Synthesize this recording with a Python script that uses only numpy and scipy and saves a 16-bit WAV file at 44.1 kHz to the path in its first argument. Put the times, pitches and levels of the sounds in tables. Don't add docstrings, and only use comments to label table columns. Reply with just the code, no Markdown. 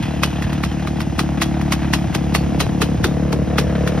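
import sys
import numpy as np
from scipy import signal
from scipy.fft import rfft, irfft, next_fast_len
from scipy.io import wavfile
from scipy.ndimage import uniform_filter1d

SR = 44100
rng = np.random.default_rng(int(sys.argv[2]) if len(sys.argv) > 2 else 0)


def store_pcm(level_fs):
    pcm = np.round(np.clip(level_fs, -1, 1) * 32767).astype(np.int16)
    wavfile.write(sys.argv[1], SR, np.atleast_2d(pcm).T)


N = 176400
OPPOSED = np.array([[1], [-1]])


def amp(db):
    return 10 ** (np.asarray(db) / 20)


def unit(x):
    return x / np.sqrt(np.mean(x ** 2) + 1e-20)


def along(points, hz):
    f, v = np.transpose(points)
    return np.interp(np.log(hz + 1), np.log(f + 1), v)


def curves(rows):
    s, *cols = np.transpose(rows)
    return [np.interp(np.arange(N) / SR, s, c) for c in cols]


def filtered(x, response):
    m = next_fast_len(N + SR // 2)
    return irfft(rfft(x, m) * response(np.fft.rfftfreq(m, 1 / SR)), m)[..., :N]


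def body(x, colour, size=16384):
    cepstrum = irfft(np.log(amp(along(colour, np.fft.rfftfreq(size, 1 / SR)))))
    cepstrum[1:size // 2] *= 2
    cepstrum[size // 2 + 1:] = 0
    return signal.fftconvolve(x, irfft(np.exp(rfft(cepstrum))))[:N]


def noise(colour):
    return unit(filtered(rng.standard_normal(N), lambda hz: amp(along(colour, hz))))


def spread(make, side_db):
    return make() + amp(side_db) * OPPOSED * make()


def pulses(times, sizes, scatter_db, jitter_s):
    chance = rng.standard_normal((len(times), 2))
    at = np.clip(np.round((times + jitter_s * chance[:, 0]) * SR), 0, N).astype(int)
    return np.bincount(at, sizes * amp(scatter_db * chance[:, 1]), N + 1)[:N]


def dying(train, t60, rise_s=0.0021):
    t = np.arange(SR // 8) / SR
    shape = (1 - np.exp(-t / rise_s)) * amp(-60 * t / t60)
    return unit(signal.fftconvolve(train, shape)[:N])


# frequency in Hz, level in dB.
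RUMBLE_EQ = [(15, -34), (35, -11), (65, 0.5), (130, -2), (200, -5.5), (320, -6), (420, -22.5), (700, -13),
             (1500, -38.5), (5000, -52)]
DIFFUSE_RUMBLE_EQ = [(20, -33), (70, -5), (150, -3.5), (320, -3.5), (450, -13), (900, -19.5), (3000, -75)]


def rumble():
    return noise(RUMBLE_EQ) + OPPOSED * amp(-4) * noise(DIFFUSE_RUMBLE_EQ)


# pitch in Hz, width in Hz, level in dB.
WALL_MODES = [(1970, 190, -1), (2540, 110, 3), (2730, 110, 1), (3070, 50, 3), (3400, 20, 6), (3948, 23, 0),
              (4470, 40, -9), (5250, 25, -7)]


def wall_ring(drive):
    return unit(filtered(drive, lambda hz: sum(
        amp(db) * 1j * hz * width / (pitch ** 2 - hz ** 2 + 1j * hz * width)
        for pitch, width, db in WALL_MODES)))


# time in seconds, then rattle, ring and hiss in dB.
ENGINE_FADERS = [(0.0, -39, -26, -49.5), (0.5, -38, -31, -49), (0.96, -42.5, -32.5, -50),
                 (1.22, -41.5, -36, -49.5), (1.37, -39.5, -36, -49.5), (1.83, -37.5, -34.5, -48.5),
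                 (2.93, -43.5, -36.5, -49), (3.42, -40, -45, -51), (4.0, -36.5, -61, -46.5)]
# frequency in Hz, level in dB.
RATTLE_EQ = [(400, -44), (800, 2), (1200, 0.5), (1700, 2), (2600, -7.5), (4000, -11), (6000, -37),
             (16000, -54)]
GAS_EQ = [(300, -37), (900, -2), (2700, 2.5), (4000, -6), (6500, -2), (9000, -13.5), (12000, -20.5),
          (15500, -48)]


def clatter(times, steady=0.34, slap_delay_s=0.01):
    rattle_db, ring_db, hiss_db = curves(ENGINE_FADERS)
    blows = pulses(times, 0.79, scatter_db=4, jitter_s=0.00029)
    slaps = pulses(times + slap_delay_s, 0.45, scatter_db=4.5, jitter_s=0.0011)
    shake = unit(steady + dying(blows + slaps, t60=0.045))
    rattle = spread(lambda: shake * noise(RATTLE_EQ), side_db=-19)
    ring = spread(lambda: wall_ring(shake * rng.standard_normal(N)), side_db=-18)
    hiss = noise(GAS_EQ)
    return amp(rattle_db + 0.5) * rattle + amp(ring_db - 11.5) * ring + amp(hiss_db + 6.5) * hiss


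# start in seconds, level in dB.
KNOCK_CUES = [(1.291, -15), (1.402, -17), (1.846, -16), (2.429, -17), (2.547, -17), (2.6665, -12)]
# frequency in Hz, level in dB.
KNOCK_EQ = [(150, -27), (450, 1), (750, 2), (1300, -9), (2500, -17), (6000, -29), (14000, -65)]


def knocks():
    times, db = np.transpose(KNOCK_CUES)
    knock = body(pulses(times, amp(db), scatter_db=1.5, jitter_s=0), KNOCK_EQ)
    return knock * amp(db.max()) / abs(knock).max()


# start in seconds, firing loss in dB, puff level in dB.
MISFIRE_CUES = [(0.034, 12, -13), (0.305, 8, -26), (0.447, 24, -10), (.692, 28, -16.5), (1.041, 27, -18),
                (1.099, 34, -13), (1.158, 16, -19), (1.795, 9, -30), (2.074, 32, -13), (2.129, 41, -26),
                (2.44, 1.5, -17), (2.669, 26, -8.5), (2.978, 21, -13), (3.034, 5, -8.5), (3.451, 10, -17),
                (3.674, 1.5, -14)]
# frequency in Hz, level in dB.
PUFF_EQ = [(25, -40), (60, 5), (100, 6), (130, 3.5), (200, -8.5), (330, -22.5), (450, -38), (900, -45),
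           (4000, -110)]


def puffs():
    times, _, db = np.transpose(MISFIRE_CUES)
    puff = body(pulses(times, amp(db), scatter_db=2, jitter_s=0.000067), PUFF_EQ)
    return puff * amp(db.max()) / abs(puff).max()


# time in seconds, crank turns per second.
IDLE_SPEED = [(0.0, 36.5), (0.3, 36.24), (0.6, 36.34), (0.8, 36.6), (0.95, 37.08), (1.1, 35.91),
              (1.35, 35.96), (1.6, 36.12), (1.9, 35.82), (2.15, 35.55), (2.4, 35.65), (2.7, 34.98),
              (2.9, 35.99), (3.02, 35.13), (3.15, 36.21), (3.5, 35.91), (3.8, 35.73), (4.0, 36.11)]


def firings(first_s=-0.002):
    turns = np.cumsum(curves(IDLE_SPEED)[0]) / SR
    times = np.interp(np.arange(int(turns[-1]) + 1), turns, np.arange(N) / SR) + first_s
    sizes = np.ones(len(times))
    for start, loss_db, _ in MISFIRE_CUES:
        sizes[np.argmin(abs(times - start))] = amp(-loss_db)
    return times, sizes


# frequency in Hz, level in dB.
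PIPE_EQ = [(20, -46), (36, -39), (60, -10), (73, -1), (106, -20.5), (146, 0.5), (180, -1), (250, -7.5),
           (290, -8), (325, -5.5), (365, -24), (420, -50), (900, -73.5), (4000, -110)]
# time in seconds, gain in dB.
SHELF_FADER = [(0.0, -1), (1.0, 2), (1.5, 2), (2.5, 0), (3.0, -0.5), (4.0, -4.5)]


def thumps(times, sizes, delay_s=0.0016, lag_hz=134.4, lag_width_hz=116, echo_s=0.00301, shelf_hz=250):
    def lag_and_echo(hz):
        pole = lag_hz ** 2 - hz ** 2 + 1j * hz * lag_width_hz
        echo = -0.077 * np.exp(-2j * np.pi * hz * echo_s)
        return np.conj(pole) / pole * (1 + echo)

    push = pulses(times + delay_s, sizes, scatter_db=0.7, jitter_s=0.00006)
    thump = unit(body(filtered(push, lag_and_echo), PIPE_EQ))
    upper = filtered(thump, lambda hz: 1 - 1 / (1 + (hz / shelf_hz) ** 10))
    return thump + (amp(curves(SHELF_FADER)[0]) - 1) * upper


def bark(blows, colour, rough):
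    burst = dying(blows, t60=0.039)
    rasp = spread(lambda: unit(body(burst * rng.standard_normal(N), colour)), side_db=-0.5)
    return unit(unit(body(blows, colour)) + rough * rasp)


# time in seconds, then low end, low bark and high bark in dB.
EXHAUST_FADERS = [(0.0, -19.5, -56, -42), (0.07, -22, -36.5, -33), (0.93, -22, -38.5, -34.5),
                  (1.55, -20.5, -39.5, -34), (2.1, -20, -53, -37), (2.17, -19, -35, -33.5),
                  (3.91, -19, -25.5, -31), (4.0, -18.5, -28, -30)]
# frequency in Hz, level in dB.
LOW_BARK_EQ = [(100, -54), (200, -78), (390, -10), (435, -3), (470, 1.5), (502, 2.5), (545, -10.5),
               (580, 1.5), (612, 1), (650, 5), (690, -1), (725, -1), (780, -5), (1500, -50), (4000, -91),
               (12000, -110)]
HIGH_BARK_EQ = [(300, -52.5), (520, -16), (630, 8), (800, 2.5), (930, -5), (1100, -11.5), (2500, -33),
                (6000, -48.5), (14000, -100)]


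def exhaust(times, sizes, bark_trim_db=2):
    low_end_db, low_db, high_db = curves(EXHAUST_FADERS)
    thump = thumps(times, sizes)
    blows = pulses(times, sizes, scatter_db=1.2, jitter_s=0.00005)
    low_bark = amp(low_db) * bark(blows, LOW_BARK_EQ, rough=0.13)
    high_bark = amp(high_db) * bark(blows, HIGH_BARK_EQ, rough=0.22)
    low_end = amp(low_end_db) * (thump + amp(-7) * rumble())
    return low_end + amp(bark_trim_db) * (low_bark + high_bark)


# frequency in Hz, level in dB.
HISS_EQ = [(300, -31), (700, 2.5), (1200, 1), (2100, -5), (3500, -6), (5500, -4), (8000, -7),
           (10500, -14.5), (13000, -14), (15700, -19)]
SCATTER_EQ = [(400, 7.5), (1200, -11), (2500, 7.5), (4500, 8), (7000, -15), (15000, -22)]
BLAST_EQ = [(60, -38), (130, -19), (300, -4), (420, -26), (700, -7), (1200, -11), (4000, -50)]


def pop_hiss():
    sputter = unit(uniform_filter1d(rng.standard_normal(N), size=50))
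    hiss = sputter * noise(HISS_EQ) + OPPOSED * amp(-4) * noise(SCATTER_EQ)
    ring = wall_ring(rng.standard_normal(N))
    return hiss + amp(-4.5) * ring + amp(-7) * noise(BLAST_EQ)


# start in seconds, crack level in dB, silencer pitch in Hz,
# hiss level in dB, wall pitch in Hz, wall level in dB, thud level in dB.
POP_CUES = [(0.2337, 0.5, 1150, -25, 2970, -27, -29.5), (0.4231, -10.5, 1042, -40.5, 3400, -51, -46),
            (0.5288, -15, 1580, -42.5, 3470, -48, -48), (0.6367, -5.5, 1230, -33, 5330, -37, -40),
            (0.873, -10.5, 1240, -41, 3400, -54, -31), (1.005, -11, 1305, -37, 3400, -50, -34),
            (1.1917, -5.5, 1300, -28, 2930, -44, -30), (1.418, -5, 1110, -24.5, 3360, -29, -30),
            (1.613, -13, 1030, -45.5, 3400, -48, -41), (1.7223, -4, 1085, -26.5, 5592, -40, -38),
            (1.9354, 0.5, 1073, -24.5, 5220, -32, -44), (2.148, -9.5, 1034, -31.5, 5140, -39, -24),
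            (2.3491, -2.5, 1170, -24.5, 4430, -29, -23.5), (2.6031, -4.5, 1110, -24.5, 3980, -28, -22),
            (2.818, -2.5, 1410, -25.5, 3050, -32, -19.5), (3.0424, -2.5, 1560, -26, 3668, -31, -17),
            (3.3262, -9.5, 1330, -36.5, 3400, -46, -14.5), (3.5832, -2.5, 1400, -26, 5592, -33, -16.5),
            (3.8748, -8.5, 1570, -34.5, 3400, -70, -20)]
# frequency in Hz, level in dB.
CRACK_EQ = [(200, -45), (550, -29), (800, 2), (1200, 12.5), (2100, 9.5), (3200, -4.5), (6000, -33.5),
            (15000, -12)]
THUD_EQ = [(100, -38), (200, -21), (300, -3), (430, 0), (600, -23), (1000, -14), (4000, -70)]


def cracks(count=6, stretch=0.038, echo_gain=0.58):
    shocks, bounce = np.zeros(N), np.arange(count)
    for start, db, silencer_hz, *_ in POP_CUES:
        arrivals = start + 0.00039 + bounce * (1 + stretch * bounce) / silencer_hz
        shocks += pulses(arrivals, amp(db) * echo_gain ** bounce, scatter_db=1.5, jitter_s=0.00004)
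    crack = body(shocks, CRACK_EQ)
    return crack * amp(-4) * shocks.max() / abs(crack).max()


def pops(delay_s=0.0035, fade_in_s=0.0048):
    hiss, tones, thud = np.zeros((3, N))
    for start, db, silencer_hz, hiss_db, wall_hz, wall_db, thud_db in POP_CUES:
        at = int(start * SR)
        near = np.arange(max(at - SR // 20, 0), min(at + SR // 2, N))
        t = near / SR - start - delay_s
        age = abs(t)
        decay = lambda level_db, t60: amp(level_db - 60 * age / t60)
        fade_in = amp(3) * np.exp(-age / fade_in_s)
        fall = decay(0, t60=0.073) + decay(-20, t60=0.36)
        hiss[near] += amp(hiss_db + 7) * np.where(t < 0, fade_in, fall)
        silencer = decay(db - 24.5, t60=0.055) * np.sin(2 * np.pi * silencer_hz * age)
        wall = decay(wall_db, t60=0.19) * np.sin(2 * np.pi * wall_hz * age)
        tones[near] += (t > 0) * (silencer + wall)
        thud[near] += (t > 0) * decay(thud_db, t60=0.11)
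    return cracks() + tones + hiss * pop_hiss() + thud * noise(THUD_EQ)


# frequency in Hz, lead of the left side in radians.
LEFT_LEAD = [(0, 0), (200, -.1), (500, -.45), (1100, -.45), (1600, 0), (2000, .15), (3000, .8), (4300, 1.4),
             (5000, .3), (5600, .8), (7000, 3.05), (8300, 3.25), (9600, 6.2), (12300, 6.4), (13300, 9.3),
             (16000, 9.6)]
# frequency in Hz, left minus right in dB.
BALANCE = [(60, 0.0), (110, -0.5), (200, 2), (380, 2), (700, 2.0), (1290, 1), (2380, -0.5), (4400, 1),
           (8120, -2.5), (15000, 2.5)]


def scene():
    times, sizes = firings()
    mix = exhaust(times, sizes) + puffs() + clatter(times) + knocks() + pops()
    sides = OPPOSED / 2
    ports = lambda hz: amp(sides * along(BALANCE, hz)) * np.exp(1j * sides * along(LEFT_LEAD, hz))
    return filtered(mix, ports)


def record(dry, ceiling=0.9, top_hz=16300):
    rounded = dry / (1 + abs(dry / ceiling) ** 8) ** (1 / 8)
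    return filtered(rounded, lambda hz: hz < top_hz)


dry = scene()
out = record(dry)
store_pcm(out)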